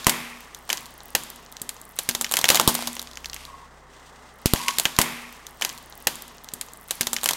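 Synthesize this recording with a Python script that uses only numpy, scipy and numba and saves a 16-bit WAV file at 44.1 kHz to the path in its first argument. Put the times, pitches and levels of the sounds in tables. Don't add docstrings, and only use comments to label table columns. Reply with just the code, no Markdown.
import sys
import numpy as np
from scipy import signal
from scipy.fft import rfft, irfft
from scipy.io import wavfile
from scipy.ndimage import uniform_filter1d
from numba import njit

SR = 44100
rng = np.random.default_rng(int(sys.argv[2]) if len(sys.argv) > 2 else 0)


def inscribe(sig):
    pcm = np.round(np.clip(np.atleast_2d(sig).T, -1, 1) * 32767)
    wavfile.write(sys.argv[1], SR, pcm.astype(np.int16))


def volts_from_db(level):
    exponent = np.asarray(level, float) / 20
    return 10 ** exponent


N = 324576

CUT_S, REPEAT_S = 3.9, 4.92
LENGTH = int(REPEAT_S * SR)


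def unit(x):
    return x / np.sqrt(np.mean(x ** 2))


def peaked(x, db):
    return x / np.abs(x).max(axis=1, keepdims=True) * volts_from_db(db)[:, None]


def band(x, lo_hz, hi_hz, order=2):
    edges = [lo_hz, min(hi_hz, 19000)]
    return signal.sosfilt(signal.butter(order, edges, "bandpass", fs=SR, output="sos"), x)


def resonate(x, modes):
    return sum(volts_from_db(db) * band(x, hz - width / 2, hz + width / 2, order=1) for hz, width, db in modes)


def colour(x, points):
    hz, db = np.transpose(points)
    f = np.fft.rfftfreq(len(x), 1 / SR) + 1
    gain = volts_from_db(np.interp(np.log(f), np.log(hz), db))
    return irfft(rfft(x) * gain, len(x))


def curve(table):
    s, *columns = np.transpose(table)
    t = (CUT_S + np.arange(LENGTH) / SR) % REPEAT_S
    return [np.interp(t, s, c) for c in columns]


def walk(rate_hz):
    k = int(SR / rate_hz)
    held = np.repeat(rng.standard_normal(LENGTH // k + 1), k)
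    return 1.76 * uniform_filter1d(uniform_filter1d(held, k), k)[:LENGTH]


def place(times, sounds):
    out = np.zeros(LENGTH + sounds.shape[1])
    for when, x in zip(times, sounds):
        i = int((when - CUT_S) % REPEAT_S * SR)
        out[i:i + len(x)] += x
    return out[:LENGTH]


def swells(rows, rise_db_per_s):
    s, hold, db, fade = np.array(rows)[:, :4].T[:, :, None]
    t = np.arange(LENGTH) / SR - (s - CUT_S) % REPEAT_S
    return volts_from_db(db + rise_db_per_s * np.minimum(t, 0) - fade * np.maximum(t - hold, 0))


# start_s, peak_db, pitch_hz of the piece, hollow_knock_db, extra_tearing_db
BREAKS = [(0.0678, -2.5, 10000, -8.5, -2.5), (0.0953, -8, 8100, -46, 0.5), (0.7013, -13.5, 1880, -30, 3.5),
          (0.7288, -12, 7300, -29, -6), (1.151, -7, 7500, -21, -2), (1.9887, -13.5, 7300, -29.5, 2.5),
          (2.0899, -9, 9700, -31, -0.5), (2.339, -8.5, 7300, -20, -6.5), (2.369, -8, 6540, -31.5, -2.5),
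          (2.4423, -5, 1700, -17, -6.5), (2.4846, -14, 5600, -32, -3), (2.489, -3, 6600, -19.5, -2),
          (2.5021, -1, 4200, -11, -2), (2.5463, -9, 5500, -18, 0.5), (2.5556, -9, 6700, -21, 5),
          (2.598, -6, 4800, -11, -3), (2.6764, -4.5, 12500, -12.5, 5), (2.873, -16, 6250, -31, 7.5),
          (4.4584, -9.5, 11000, -32.5, 4), (4.536, -6.5, 9300, -13.5, -7), (4.6828, -10, 3060, -32, 0.5),
          (4.7851, -8, 7100, -30.5, -4), (4.798, -8.5, 8500, -26, -6), (4.8543, -7, 2300, -21.5, -3)]
# start_s, peak_db, pitch_hz, hollow_knock_db
CRACKS = [(0.0452, -22.5, 5400, -62), (0.5475, -24.5, 6270, -49), (0.6927, -21.5, 6200, -29.5),
          (0.7727, -22.5, 6270, -46), (0.7789, -24.5, 3500, -51), (0.8576, -28.5, 6600, -54),
          (0.8637, -33, 7300, -44), (1.0048, -32, 3770, -42), (1.2357, -26.5, 12300, -46),
          (1.3017, -24, 13000, -42), (1.3602, -33.5, 10000, -64), (1.4626, -35.5, 4300, -65),
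          (1.5244, -28.5, 8000, -63), (1.5678, -26, 4350, -62), (1.5986, -36.5, 3700, -62),
          (1.6171, -19, 12300, -53), (1.6921, -16.5, 8000, -44), (1.7014, -37, 2600, -67),
          (1.7661, -35, 3900, -48), (1.8152, -29.5, 11700, -68), (1.9649, -34, 11100, -70),
          (2.1113, -22, 5070, -42), (2.1498, -14, 6850, -30), (2.2115, -13.5, 9500, -25.5),
          (2.2214, -19.5, 12300, -48.5), (2.2448, -15.5, 3140, -42.5), (2.2653, -25, 2700, -56.5),
          (2.2933, -27, 6300, -68.5)]
# start_s, peak_db, pitch_hz, hollow_knock_db
CRUNCH = [(2.3133, -17.5, 8950, -28), (2.3215, -14, 9800, -29), (2.357, -21, 8600, -48),
          (2.389, -14, 8200, -24), (2.4137, -17, 6440, -31), (2.454, -12, 3330, -31),
          (2.5723, -14, 3500, -42), (2.6126, -16, 7700, -30), (2.7509, -13, 12300, -24.5),
          (2.7904, -30, 7160, -29), (2.824, -20.5, 6300, -29), (2.9308, -27, 9600, -54),
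          (2.953, -24.5, 13000, -52), (2.9668, -23, 3400, -36), (2.9944, -20, 5940, -39),
          (4.56, -20.5, 3200, -43), (4.6902, -23.5, 3200, -37.5), (4.708, -21, 4100, -45)]
# start_s, peak_db, pitch_hz, hollow_knock_db
SETTLING = [(3.017, -24, 8100, -45), (3.0267, -26.5, 8600, -43), (3.0726, -28.5, 3700, -53),
            (3.1134, -31, 5900, -51), (3.1336, -34, 5400, -69), (3.1563, -31.5, 5400, -67),
            (3.1726, -22.5, 3350, -41), (3.245, -24.5, 3060, -61), (3.258, -21, 4900, -44),
            (3.2979, -27.5, 5100, -50), (3.332, -22.5, 3900, -46), (3.344, -22, 7900, -47),
            (3.3638, -25.5, 3520, -63), (3.452, -28, 5960, -72)]
# pitch_hz, width_hz, level_db
TOY_MODES = [(1134, 920, 10), (1933, 350, -15.5), (3290, 870, 10.5), (6840, 1620, 9), (12050, 2700, -8)]
# low_hz, high_hz, peak_over_rms_db
SNAP_BANDS = [(320, 1424, 9), (1750, 3280, 12.5), (3840, 6230, 14), (7500, 14570, 15.5)]


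def snaps():
    rows = BREAKS + [tuple(r) + (0,) for r in CRACKS + CRUNCH + SETTLING]
    s, peak_db, pitch, knock_db, extra_db = np.transpose(rows)
    fall_db_per_octave = 0.5 - 0.35 * peak_db
    levels = [knock_db]
    for lo_hz, hi_hz, _ in SNAP_BANDS[1:]:
        octaves = np.abs(np.log2(np.sqrt(lo_hz * hi_hz) / pitch))
        levels.append(peak_db - 5.5 - fall_db_per_octave * octaves)
    t = np.arange(2048) / SR
    tear_s = (.0013 * volts_from_db(0.525 * (peak_db + 27) + extra_db))[:, None]
    decay = np.exp(-t / tear_s) + 0.18 * np.exp(-t / (1.95 * tear_s))
    burst = rng.standard_normal((len(s), 2048)) * decay
    burst[:, 0] += 8.16
    burst = burst + resonate(burst, TOY_MODES)
    release = 1. * (t == 0)
    release = release + 0.77 * resonate(release, TOY_MODES)
    direct, spread = 0, 0
    for (lo_hz, hi_hz, crest_db), db in zip(SNAP_BANDS, levels):
        part = peaked(band(burst, lo_hz, hi_hz), db + crest_db)
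        direct = direct + part
        rms = np.sqrt(np.mean(part ** 2, axis=1))[:, None]
        spread = spread + rms * unit(band(release, lo_hz, hi_hz, order=1))
    return place(s, direct), place(s, spread)


# start_s, air_push_db, push_length_ms, cavity_ring_db
BLOWS = [(0.069, -2, 0.5, -7.5), (.729, -52, 0.59, -17), (1.149, -27, 0.52, -20), (1.616, -32, 0.41, -26),
         (2.089, -24, 0.44, -11), (0.702, -55, 0.72, -21), (2.150, -30, 0.3, -15), (2.44, -27, 0.6, -16),
         (2.596, -24.5, 0.17, -7), (2.873, -34, 0.37, -30), (4.683, -51, 0.58, -37),
         (2.501, -17, 0.41, -26), (2.678, 0, 0.43, -1.5), (4.4585, -3, 0.62, -14),
         (4.536, -1.5, 0.67, -9.5), (4.856, -17.5, 0.36, -33), (4.784, -28, 0.4, -18)]
# pitch_hz, t60_s, level_db
CARCASS = [(191, 0.1, -27.5), (372, 0.19, -33)]


def tyre():
    s, push_db, ms, ring_db = np.transpose(BLOWS)
    t = np.arange(SR // 2) / SR
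    u = t / (ms[:, None] / 1000)
    push = peaked(band(u * np.exp(-u), 50, 1500, order=1), push_db)
    cavity_hz, cavity_t60_s, cavity_db = 240, 1.97, -31
    ring = np.sin(2 * np.pi * cavity_hz * t) * volts_from_db(cavity_db - 60 * t / cavity_t60_s)
    ring = ring * (1 - np.exp(-t / 0.0034)) * np.cos(np.pi * t)
    for hz, t60, db in CARCASS:
        ring = ring + volts_from_db(db - 60 * t / t60) * np.sin(2 * np.pi * hz * t)
    return place(s, push) + place(s, volts_from_db(ring_db)[:, None] * ring) * volts_from_db(2.5 * walk(25))


# start_s, hold_s, level_db, fade_db_per_s, dull_part_db
SHOWERS = [(0.071, 0.06, -26, 61, 15), (0.695, 0.02, -23, 142, 7.5), (1.16, 0.056, -34.5, 70, -4),
           (1.97, 0.4, -34.5, 112.5, 4), (2.314, 0.51, -28.5, 103, 9.5), (2.68, 0.14, -27.5, 57, 0),
           (3.335, 0.1, -36, 110, -12), (4.465, .04, -25, 119, -4), (4.56, 0.028, -20, 47, 6.5),
           (4.685, 0.017, -33, 70, -1)]
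# pitch_hz, density_db per Hz
CRACKLE_COLOUR = [(200, -30), (500, -20), (800, -2), (1080, 10), (1450, 0.5), (2050, 13.5), (2600, 13),
                  (3500, 6.5), (6500, 1.5), (12000, -3), (16000, -16.5)]


def crackle():
    size = (rng.random(LENGTH) < .1) * volts_from_db(0.9 * rng.exponential(size=LENGTH))
    grains = signal.lfilter([1], [1, -.95], size) * rng.standard_normal(LENGTH)
    grains = colour(grains, CRACKLE_COLOUR)
    dull, bright = unit(band(grains, 400, 3040)), unit(band(grains, 2180, 16000))
    gain = swells(SHOWERS, rise_db_per_s=2000)
    dull_gain = volts_from_db(np.array(SHOWERS)[:, 4] - 20) @ gain
    return dull_gain * dull + volts_from_db(-11.5) * gain.sum(axis=0) * bright


# start_s, peak_db
TICKS = [(0.2999, -41), (0.3847, -45.5), (0.4068, -32.5), (0.4465, -43), (0.533, -55), (0.571, -41),
         (0.5893, -38.5), (0.6337, -54), (0.808, -34), (0.8297, -38), (0.9074, -39.5), (0.94, -39),
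         (0.9794, -34.5), (1.034, -36), (1.0568, -34), (1.0829, -37), (1.1051, -35.5), (1.1329, -43),
         (1.5182, -34), (1.7435, -36), (1.8007, -47), (1.853, -35), (1.8919, -34), (1.9112, -39.5),
         (1.9584, -36), (2.034, -28), (2.744, -15), (2.974, -41.5), (3.2659, -52), (4.8468, -26)]
# start_s, peak_db
FIRST_TICKS = [(4.3404, -48), (4.3588, -48), (4.386, -45), (4.4171, -42), (4.8356, -29), (4.9382, -53.5)]
# start_s, end_s, peak_db, mean_gap_s
CREEP = [(.3, .58, -45, .026), (.593, .688, -40, .0135), (1.38, 1.47, -40, .024), (1.82, 1.98, -40, .022),
         (3.18, 3.33, -36, .02)]


def ticks():
    s, db = np.transpose(TICKS + FIRST_TICKS)
    db = db + 7.0
    for start, end, creep_db, gap in CREEP:
        chance = rng.standard_normal((20, 2))
        when = start + np.cumsum(gap * volts_from_db(1.5 * chance[:, 0]))
        level = np.where(when < end, creep_db + 3.5 * chance[:, 1], -200)
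        s, db = np.append(s, when), np.append(db, level)
    click = rng.standard_normal((len(s), 256)) * np.exp(-np.arange(256) / SR / .0004)
    click[:, 0] += 2.5
    return place(s, peaked(band(click, 8600, 16500, order=4), db))


# start_s, hold_s, level_db, fade_db_per_s
SKIDS = [(.715, 0.05, -46.5, 122), (3.482, 0.073, -44.5, 500), (3.585, 0.045, -51.5, 129.5),
         (4.552, 0.105, -39.5, 150), (4.606, .005, -37, 602), (4.684, 0.011, -28.5, 700)]
# pitch_hz, width_hz, level_db
SLIDE_MODES = [(982, 130, -4), (1081, 19, -0.5)]


def slide():
    slips = (rng.random(LENGTH) < .03) * rng.standard_normal(LENGTH)
    ringing = resonate(resonate(slips, SLIDE_MODES), SLIDE_MODES)
    return swells(SKIDS, rise_db_per_s=1497).sum(axis=0) * unit(ringing)


# start_s, firing_hz, level_db
HUM = [(0, 29.6, -59), (.7, 29.5, -60), (1.0, 28.9, -56.5), (1.4, 29.8, -60.5), (2.0, 29.5, -59),
       (2.8, 29.8, -59), (3.1, 31.0, -56), (3.3, 32.1, -52.5), (3.55, 31.7, -56), (3.9, 31.3, -57),
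       (3.901, 31.0, -60), (4.44, 30.3, -60), (4.92, 29.7, -59)]
# multiple, level_db
ORDERS_DB = [(1, -3), (2, 0), (3, -15), (4, -11), (5, -9), (6, -17)]
# start_s, level_db
NEARNESS = [(0, -0.3), (2.9, -1), (3.4, -0.5), (3.9, -4.5), (3.901, -0.2), (4.92, -2)]
# pitch_hz, density_db per Hz
CLATTER = [(20, -30), (50, -17), (100, -12), (160, -8), (262, -3), (333, -10), (400, -5), (620, -6),
           (750, -4), (1200, -3), (1450, -9), (2050, -7), (2350, -22), (3000, -45)]
# pitch_hz, density_db per Hz
FAN = [(1800, -44), (2400, 5.5), (3200, 6), (4500, 2), (6000, 2.5), (7500, 0.5), (8800, 0.5), (9300, -7.5),
       (12000, -10), (16000, -14)]


def engine():
    (hz, hum_db), (near_db,) = curve(HUM), curve(NEARNESS)
    clatter_db = -50 - 0.06 * (hum_db + 52.5) + 0.46 * near_db
    fan_db = -57.5 + near_db
    phase = 2 * np.pi * np.cumsum(hz * (1 + .003 * walk(4))) / SR
    hum = sum(volts_from_db(db + .9 * walk(4)) * np.sin(k * phase + k * k) for k, db in ORDERS_DB)
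    clatter, fan = (unit(colour(rng.standard_normal(LENGTH), c)) for c in (CLATTER, FAN))
    throb = (1 + 0.07 * np.cos(phase)) * volts_from_db(0.47 * walk(46))
    cycle = phase / (2 * np.pi) % 1
    tappets = 1 + 0.76 * np.exp(-cycle / 0.25) * volts_from_db(2.0 * walk(31.1))
    hum = np.sqrt(2) * volts_from_db(hum_db) * hum
    return hum + throb * volts_from_db(clatter_db) * clatter + tappets * volts_from_db(fan_db + 1.5 * walk(38)) * fan


# band_hz, t60_s, level_db
WALLS = [(127, 0.67, -4.5), (238, 0.73, -14.5), (527, 0.52, -20), (1056, 0.83, -23), (2120, 0.79, -33),
         (3610, 0.81, -28), (9200, 0.57, -25.5), (13000, 0.36, -57)]


def walls(x):
    t = np.arange(SR) / SR
    tail = 0
    for hz, t60, db in WALLS:
        noise = unit(band(rng.standard_normal(SR), hz / 1.25, hz * 1.646))
        tail = tail + volts_from_db(db - 60 * t / t60) * noise * np.sqrt(hz / 8000)
    early = 1 + 2.6 * np.exp(-t / 0.015)
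    tail = tail * (1 - np.exp(-t / 0.00068)) * early * 0.034
    return signal.fftconvolve(x, tail)[:LENGTH]


def scene():
    direct, spread = snaps()
    small = ticks() + crackle() + slide()
    whole = direct + small + walls(spread + small) + tyre() + engine()
    cut = int(CUT_S * SR)
    return np.concatenate([whole[LENGTH - cut:], whole])[None, :N]


@njit
def follow(x, release):
    e, out = 0., np.empty(len(x))
    for i in range(len(x)):
        e = max(abs(x[i]), e * release)
        out[i] = e
    return out


def low_pass(x):
    return signal.sosfilt(signal.butter(12, 16750, fs=SR, output="sos"), x)


def record(dry):
    peak = follow(dry[0], np.exp(-1 / (.007 * SR)))
    duck = np.maximum(peak / .45, 1) ** -.9
    late_gain = signal.lfilter([.012], [1, -.988], duck - 1) + 1
    clipped = np.clip(dry * late_gain, -1.1, 1.1)
    top = signal.ellip(8, .2, 60, 16100, fs=SR, output="sos")
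    mix = np.clip(signal.sosfilt(top, clipped), -1, 1)
    return low_pass(mix)


dry = scene()
out = record(dry)
inscribe(out)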